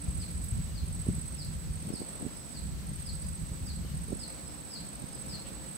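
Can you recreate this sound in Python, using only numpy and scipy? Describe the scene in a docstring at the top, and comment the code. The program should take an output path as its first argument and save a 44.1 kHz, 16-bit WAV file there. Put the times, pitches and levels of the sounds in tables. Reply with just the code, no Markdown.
"""A pond bank on a breezy day. Gusts rumble and thump on the microphone: turbulence noise and single pressure bumps.
Behind them lie the filtered-noise wash of open air and leaves and the steady harmonics of a far engine.
Two crickets sing in overlapping bouts of paired wing strokes; behind them noise bands rise with their bouts,
a chorus deep in the bushes and the blurred wash of the nearer cricket's strokes.
A small bird repeats one falling chirp, a swept tone which the trees scatter; twigs tick as short noise bursts."""
import sys
import numpy as np
from scipy import signal
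from scipy.fft import rfft, irfft
from scipy.io import wavfile
from scipy.ndimage import uniform_filter1d

SR = 44100
rng = np.random.default_rng(int(sys.argv[2]) if len(sys.argv) > 2 else 0)


def inscribe(sig):
    """Save sig as 16-bit PCM at rate SR to the path in sys.argv[1].

    A 1-D sig is mono; a 2-D sig holds one channel per row.
    Samples are clipped to [-1, 1] before scaling.
    """
    pcm = np.round(np.clip(np.atleast_2d(sig).T, -1, 1) * 32767)
    wavfile.write(sys.argv[1], SR, pcm.astype(np.int16))


N = 254456
T = np.arange(N) / SR  # time of every sample, s


def gain_of(db):
    """Decibels to amplitude."""
    return 10 ** (np.asarray(db) / 20)


def evened(x):
    """Scales to rms 1."""
    return x / np.sqrt(np.mean(x ** 2) + 1e-20)


def curve(rows):
    """A table of (s, value) read at every sample, with straight lines between the rows."""
    return np.interp(T, *np.transpose(rows))


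def placed(x, pan_db):
    """Sets a sound left (positive) or right (negative) by level."""
    return x * gain_of([[pan_db / 2], [-pan_db / 2]])


def add(mix, s, sound):
    """Mixes a sound in at time s, trimmed to what fits."""
    start = round(s * SR)
    sound = sound[..., max(-start, 0):]
    part = mix[..., max(start, 0):][..., :sound.shape[-1]]
    part += sound[..., :part.shape[-1]]


def drift(hz):
    """Slow chance of rms 1, up to about hz."""
    f = np.fft.rfftfreq(N, 1 / SR)
    spectrum = rfft(rng.standard_normal(N)) * np.exp(-(f / hz) ** 2)
    return evened(irfft(spectrum, N))


def tone(pitch_hz):
    """A sine that follows a pitch given sample by sample."""
    return np.sin(2 * np.pi * np.cumsum(pitch_hz) / SR)


def noise(spectrum, alike):
    """Two channels of coloured noise of rms 1 that share a part of their power."""
    f = np.fft.rfftfreq(N, 1 / SR)
    hz, db = np.transpose(spectrum)
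    white = rng.standard_normal((3, N))
    pair = np.sqrt(alike) * white[0] + np.sqrt(1 - alike) * white[1:]
    colour = gain_of(np.interp(np.log(f + 1), np.log(hz), db))
    return evened(irfft(rfft(pair) * colour, N))


def trees(x, early_s, late_s, late_db):
    """Scatter from near foliage, then a weak long tail from the far bank, as sparse random echoes."""
    t = T[:SR]
    taps = rng.standard_normal((2, SR)) * (rng.random((2, SR)) < .1)
    tail = taps * (np.exp(-t / early_s) + gain_of(late_db) * np.exp(-t / late_s))
    tail /= np.linalg.norm(tail, axis=1, keepdims=True)
    return signal.fftconvolve(x[None], tail, axes=1)[:, :N]


def engine(rise_db):
    """Far engine: harmonics of an unsteady firing rate, each following part of the murmur's rise."""
    # harmonics: multiple of the firing rate, level_db, share of the murmur's rise
    harmonics = [(4, -62, 0.1), (5, -68, 0.61), (6, -70, 0.57), (7, -66.5, 1), (18, -74.5, 0.61)]
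    out = np.zeros((2, N))
    firing_hz = 74.85
    turns = np.cumsum(firing_hz * (1 + 0.00411 * drift(hz=5.54))) / SR
    for order, db, share in harmonics:
        # moving air makes a far tone come and go, quicker on the left
        fading_db = 3 * np.array([drift(hz=15.0), drift(hz=2.5)])
        wave = np.sin(2 * np.pi * (round(order) * turns + rng.random()))
        out += gain_of(db + fading_db + share * rise_db) * wave
    return out


def landscape():
    """Far murmur and engine, heard louder while the wind on the microphone is low; leaves hiss and rustle."""
    # colour of the far murmur: frequency_hz, relative density_db per Hz
    air = [(18, -44), (30, -12.5), (148, 3.5), (215, 0), (279, -4.5), (424, -12.5), (528, -8), (979, -14),
           (3040, -27), (3500, -24.5), (4550, -24), (7700, -120)]
    # loudness of the far murmur: time_s, relative level_db
    air_level = [(0, -58.5), (1.75, -59.5), (2.15, -53.5), (2.7, -59.5), (4.05, -59.5), (4.3, -55.5),
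                 (5.77, -55.0)]
    # colour of the steady leaf hiss: frequency_hz, relative density_db per Hz
    hiss = [(300, -43), (1000, 0.5), (2000, 2), (3500, -1), (4200, 3), (5500, 0), (7000, -0.5), (10000, -3),
            (13000, -4), (15800, -6)]
    level_db = curve(air_level)
    far = noise(air, alike=0.18) * gain_of(level_db + 7.0 + 0.72 * drift(hz=25))
    far += engine(level_db - level_db.mean())
    leaves = noise(hiss, alike=0.065) * gain_of(-53 + 0.62 * drift(hz=18))
    rustle = noise([(1200, -23), (2600, 3), (3300, 1.5), (6000, -16.0)], alike=0.077)
    rustle *= gain_of(-70.5 + 5.0 * drift(hz=19))
    return placed(far, pan_db=-1.0) + leaves + rustle


def twigs():
    """Tiny dry snaps: a decaying burst of noise in one broad resonance."""
    # ticks: start_s, starting level_db, pitch_hz, decay_s to 1/e
    ticks = [(.44, -45, 12500, 0.0025), (.445, -54, 12000, 0.055), (1.28, -49, 10000, .002),
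             (1.448, -39, 9500, 0.0034)]
    out, t = np.zeros((2, N)), T[:SR // 5]
    for s, db, hz, decay_s in ticks:
        ring = signal.iirpeak(hz, 2.2, fs=SR)
        burst = signal.filtfilt(*ring, rng.standard_normal((2, len(t))), padtype=None)
        add(out, s, gain_of(db) * evened(burst) * np.exp(-t / decay_s))
    return out


def birds():
    """A chirp hangs at its top, then slides down to its end note; far birds waver around one pitch."""
    # near chirps: start_s, length_s, starting pitch_hz, relative level_db, direct share_db at the chirp's end
    chirps = [(0.196, 0.046, 5140, -44.5, 2.5), (.742, 0.053, 4990, -45, 1),
              (1.375, 0.058, 5280, -42.5, 1.5), (1.925, 0.051, 5380, -43, -3),
              (2.532, 0.054, 5050, -45.5, 2), (3.05, 0.054, 5210, -42, 0.5), (3.659, .054, 5120, -42.5, -4),
              (4.189, 0.061, 5220, -41, -1.5), (4.701, 0.074, 5280, -39, -3),
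              (5.287, 0.07, 5190, -38.5, -7)]
    # faint whistles of farther birds: start_s, length_s, pitch_hz, relative level_db
    whistles = [(.6, .08, 2920, -58), (2.335, .05, 5080, -55), (3.2, 0.068, 4840, -56),
                (3.84, 0.027, 3000, -53), (4.43, 0.089, 5220, -55.5), (5.099, 0.071, 4930, -53.5)]
    chirp_end_hz = 3967  # every chirp heads for this note
    beam_db = 7  # the direct sound gains this much over the course of a chirp
    near, direct, far = np.zeros((3, N))
    tremble = drift(hz=121)
    for s, length_s, hz, db, aim_db in chirps:
        u = np.linspace(0, 1, int(length_s * SR))
        waver = tremble[int(s * SR):][:len(u)]
        pitch_hz = (hz + (chirp_end_hz - hz) * u ** 1.35) * (1 + 0.011 * waver)
        level_db = db - 4.5 + 3.6 * (u - 1) + 1.2 * waver
        swell = np.sin(np.pi * u).clip(0) ** 0.27 * gain_of(level_db)
        chirp = swell * tone(pitch_hz)
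        add(near, s, chirp)
        add(direct, s, gain_of(aim_db + beam_db * (u - 1)) * chirp)
    for s, length_s, hz, db in whistles:
        pitch_hz = hz * (1 + 0.02 * tremble[int(s * SR):][:int(length_s * SR)])
        add(far, s, gain_of(db) * np.hanning(len(pitch_hz)) * tone(pitch_hz))
    # the leaves around the bird blur the sweep; the trees along the bank ring on
    perch = trees(gain_of(2) * near + gain_of(-3) * far, early_s=.029, late_s=.08, late_db=-13)
    bank = trees(gain_of(0.5) * near + far, early_s=0.069, late_s=0.18, late_db=-17)
    return placed(direct + perch, pan_db=3.0) + placed(bank, pan_db=2.5)


def cricket(bouts, hz, fall, stroke_s, gap_s, first_db):
    """A chirp is a light wing stroke and then a strong one; each starts sharp and falls past the wing's note."""
    out, u = np.zeros(N), np.linspace(0, 1, int(stroke_s * SR))
    glide = fall * (np.exp(-u / 0.19) - 0.47 * u)
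    for start, end, rate, db in bouts:
        for s in np.arange(start, end, 1 / rate):
            for lead_s, stroke_db in ((gap_s, first_db), (0, 0)):
                late, louder, higher = rng.standard_normal(3)  # no two strokes are quite alike
                stroke = np.sin(np.pi * u) * tone(hz * (1 + 0.0013 * higher + glide))
                stroke_start = s - lead_s - stroke_s / 2 + 0.00065 * late
                add(out, stroke_start, gain_of(db + stroke_db + 0.51 * louder) * stroke)
    return out


def singing(bouts):
    """Near 1 during a bout and 0 between bouts, with soft edges."""
    on = sum(((T > start) & (T < end)) * 1. for start, end, _, _ in bouts)
    edge_s = 0.13  # length of each soft edge
    return uniform_filter1d(on, int(edge_s * SR))


def crickets():
    """Two singers in the bushes on the right, their scatter, and two noise bands that rise with their bouts."""
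    # bouts of the nearer cricket: first chirp_s, end_s, chirps per s, relative level_db
    near_bouts = [(-.023, .54, 15.0, -39), (.886, 1.37, 15.14, -39), (1.76, 2.25, 15.14, -39),
                  (2.894, 3.39, 15.18, -39), (3.976, 4.34, 15.32, -40), (4.89, 5.32, 15.16, -41),
                  (5.715, 5.8, 15.1, -40)]
    # bouts of its lower-pitched neighbour: first chirp_s, end_s, chirps per s, relative level_db
    low_bouts = [(-.023, .68, 15.0, -42.5), (.951, 1.63, 15.04, -43), (2.0, 2.68, 15.2, -43),
                 (3.086, 3.79, 14.84, -43), (4.152, 4.92, 15.3, -42.5), (5.15, 5.8, 14.9, -42)]
    # crickets deep in the bushes: frequency_hz, relative density_db per Hz
    chorus_colour = [(7200, -44), (7550, -19), (7700, -7.5), (7800, -4), (7865, -3), (7920, -14), (8030, 2),
                     (8120, -2), (8230, 0.5), (8380, -2.5), (8470, -7), (8560, -7), (8700, -17),
                     (8900, -30)]
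    # blurred wash of the nearer cricket's strokes, scattered by the bushes:
    # frequency_hz, relative density_db per Hz
    wash_colour = [(7900, -56), (8150, 3), (8370, 6), (8460, -3), (8540, -2), (8620, -4), (8720, -17),
                   (9000, -70)]
    near = cricket(near_bouts, hz=8300, fall=.011, stroke_s=.0155, gap_s=.0225, first_db=-2)
    low = cricket(low_bouts, hz=7955, fall=.009, stroke_s=.019, gap_s=.022, first_db=-1)
    low *= gain_of(-1.5)
    direct = placed(near + low, pan_db=-7)
    direct[0] *= -1  # so short a wave reaches the two ports in opposite phase
    scatter = trees(gain_of(-8) * near + low, early_s=.03, late_s=.1, late_db=-8)
    # resting level, then the rise during a bout
    chorus_db = -54.5 + 1 * singing(low_bouts) + 1.46 * drift(hz=40)
    wash_db = -74.25 + 12.5 * singing(near_bouts) + 1.7 * drift(hz=40)
    chorus = noise(chorus_colour, alike=0) * gain_of(chorus_db)
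    wash = noise(wash_colour, alike=0) * gain_of(wash_db)
    return direct + placed(scatter + chorus + wash, pan_db=-5.5)


def wind():
    """Lumpy turbulence: strong gusts press on both ports together, light air more on each alone."""
    # colour of strong gusts on the microphone: frequency_hz, relative density_db per Hz
    buffet = [(12, -18), (20, -17), (51, -1.5), (74, 1.5), (118, -9), (161, -2.5), (269, -21), (296, -27.5),
              (329, -31), (377, -27.5), (403, -31.5), (500, -47.5), (650, -63), (1100, -120)]
    # colour of light air tugging at each port: frequency_hz, relative density_db per Hz
    flutter = [(20, -26), (45, 0.5), (63, 5), (85, -6.5), (120, -6.5), (165, 1), (210, -5), (280, -10),
               (400, -20), (650, -26), (1100, -80)]
    # the breeze on the microphone, with its lulls: time_s, relative level_db
    breeze = [(0, -42), (0.55, -38.5), (1.15, -37.0), (1.33, -40.5), (1.5, -35.5), (1.75, -38.0),
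              (2.0, -45), (2.5, -46.5), (2.63, -36.5), (2.95, -37.5), (3.55, -40.5), (3.78, -35.5),
              (4.12, -40.5), (4.35, -47), (4.98, -48.5), (5.33, -42), (5.77, -48.5)]
    # short gusts that ride on it: centre_s, length_s, peak rise_db above the breeze
    gusts = [(0.092, 0.051, 11), (0.177, 0.057, 9.5), (.4, .1, 5.5), (.59, 0.13, 6), (0.837, 0.042, 6),
             (0.958, .08, 3.5), (1.104, 0.079, 6), (1.682, 0.056, 5), (2.91, 0.1, 4.5), (3.133, 0.051, 4),
             (3.303, 0.058, 7), (3.418, 0.067, 5)]
    level_db = curve(breeze)
    for s, length_s, rise_db in gusts:
        level_db = level_db + rise_db * np.exp(-(2 * (T - s) / length_s) ** 2)
    strong = np.clip((level_db + 43.5) / 5, 0, 1)
    flow = np.sqrt(strong) * noise(buffet, alike=0.52)
    flow += np.sqrt(1 - strong) * noise(flutter, alike=0.22)
    return flow * gain_of(level_db - 0.4 - 1.8 * (1 - strong) + 1.7 * drift(hz=22.5))


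def eddy(hz):
    """One bump of pressure between two shallow dips; it rises faster than it falls."""
    cycles = hz * np.arange(-SR // 20, SR // 20) / SR
    u = (np.pi * cycles * (1 - 0.14 * np.tanh(3 * cycles))) ** 2
    return (1 - 2 * u) / (1 + u / 4) ** 5


def eddies():
    """Each eddy strikes the ports unevenly and travels among four smaller, mostly quicker ones."""
    # single eddies that strike the ports: centre_s, louder side's peak level_db, pitch_hz, left-right pan_db
    strikes = [(.086, -20.5, 70, 3), (0.527, -21, 70, 1), (.748, -26.5, 68.6, 5), (1.089, -13.5, 152, -6.5),
               (1.185, -25.5, 134, -2), (1.873, -28, 160, 0), (1.905, -21, 235, 19),
               (1.939, -21.5, 230, -26), (2.006, -28, 190, 28), (2.018, -23, 307, -17),
               (2.228, -23, 230, 17), (2.253, -25.5, 197.5, -10), (2.266, -20.5, 214, -19),
               (3.519, -24.5, 83, -2), (3.849, -32.5, 238, -7), (4.085, -33.5, 260, -6),
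               (4.108, -29, 238, -17), (4.13, -17.5, 249, -22), (4.157, -28.5, 238, -23),
               (5.042, -25.5, 167, -20), (5.275, -34.5, 158, -6), (5.338, -29, 150, 11),
               (5.52, -30.5, 208, -13)]
    out = np.zeros((2, N))
    for s, db, hz, pan_db in strikes:
        start = s - 1 / 20  # the bump peaks 1/20 s into its sound
        peak_db = db - abs(pan_db) / 2
        add(out, start, placed(gain_of(peak_db) * eddy(hz), pan_db))
        for late, louder, quicker, side in rng.standard_normal(size=(4, 4)):
            small = eddy(hz * 1.37 * np.exp(0.2 * quicker))
            small *= np.sign(side) * gain_of(peak_db - 13.5 + 1.7 * louder)
            add(out, start + 0.016 * late, placed(small, pan_db + 4 * side))
    return out


def scene():
    """Everything heard from the bank."""
    return landscape() + twigs() + birds() + crickets() + wind() + eddies()


def record(dry):
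    """The microphone sheds the deepest rumble; then a steep low-pass sets the band limit."""
    rumble_cut = signal.butter(2, 28, "highpass", fs=SR, output="sos")
    thinned = signal.sosfilt(rumble_cut, dry)
    band_limit = signal.firwin(511, 15800, window=("kaiser", 9), fs=SR)
    return signal.oaconvolve(thinned, band_limit[None], "same")


dry = scene()
out = record(dry)
inscribe(out)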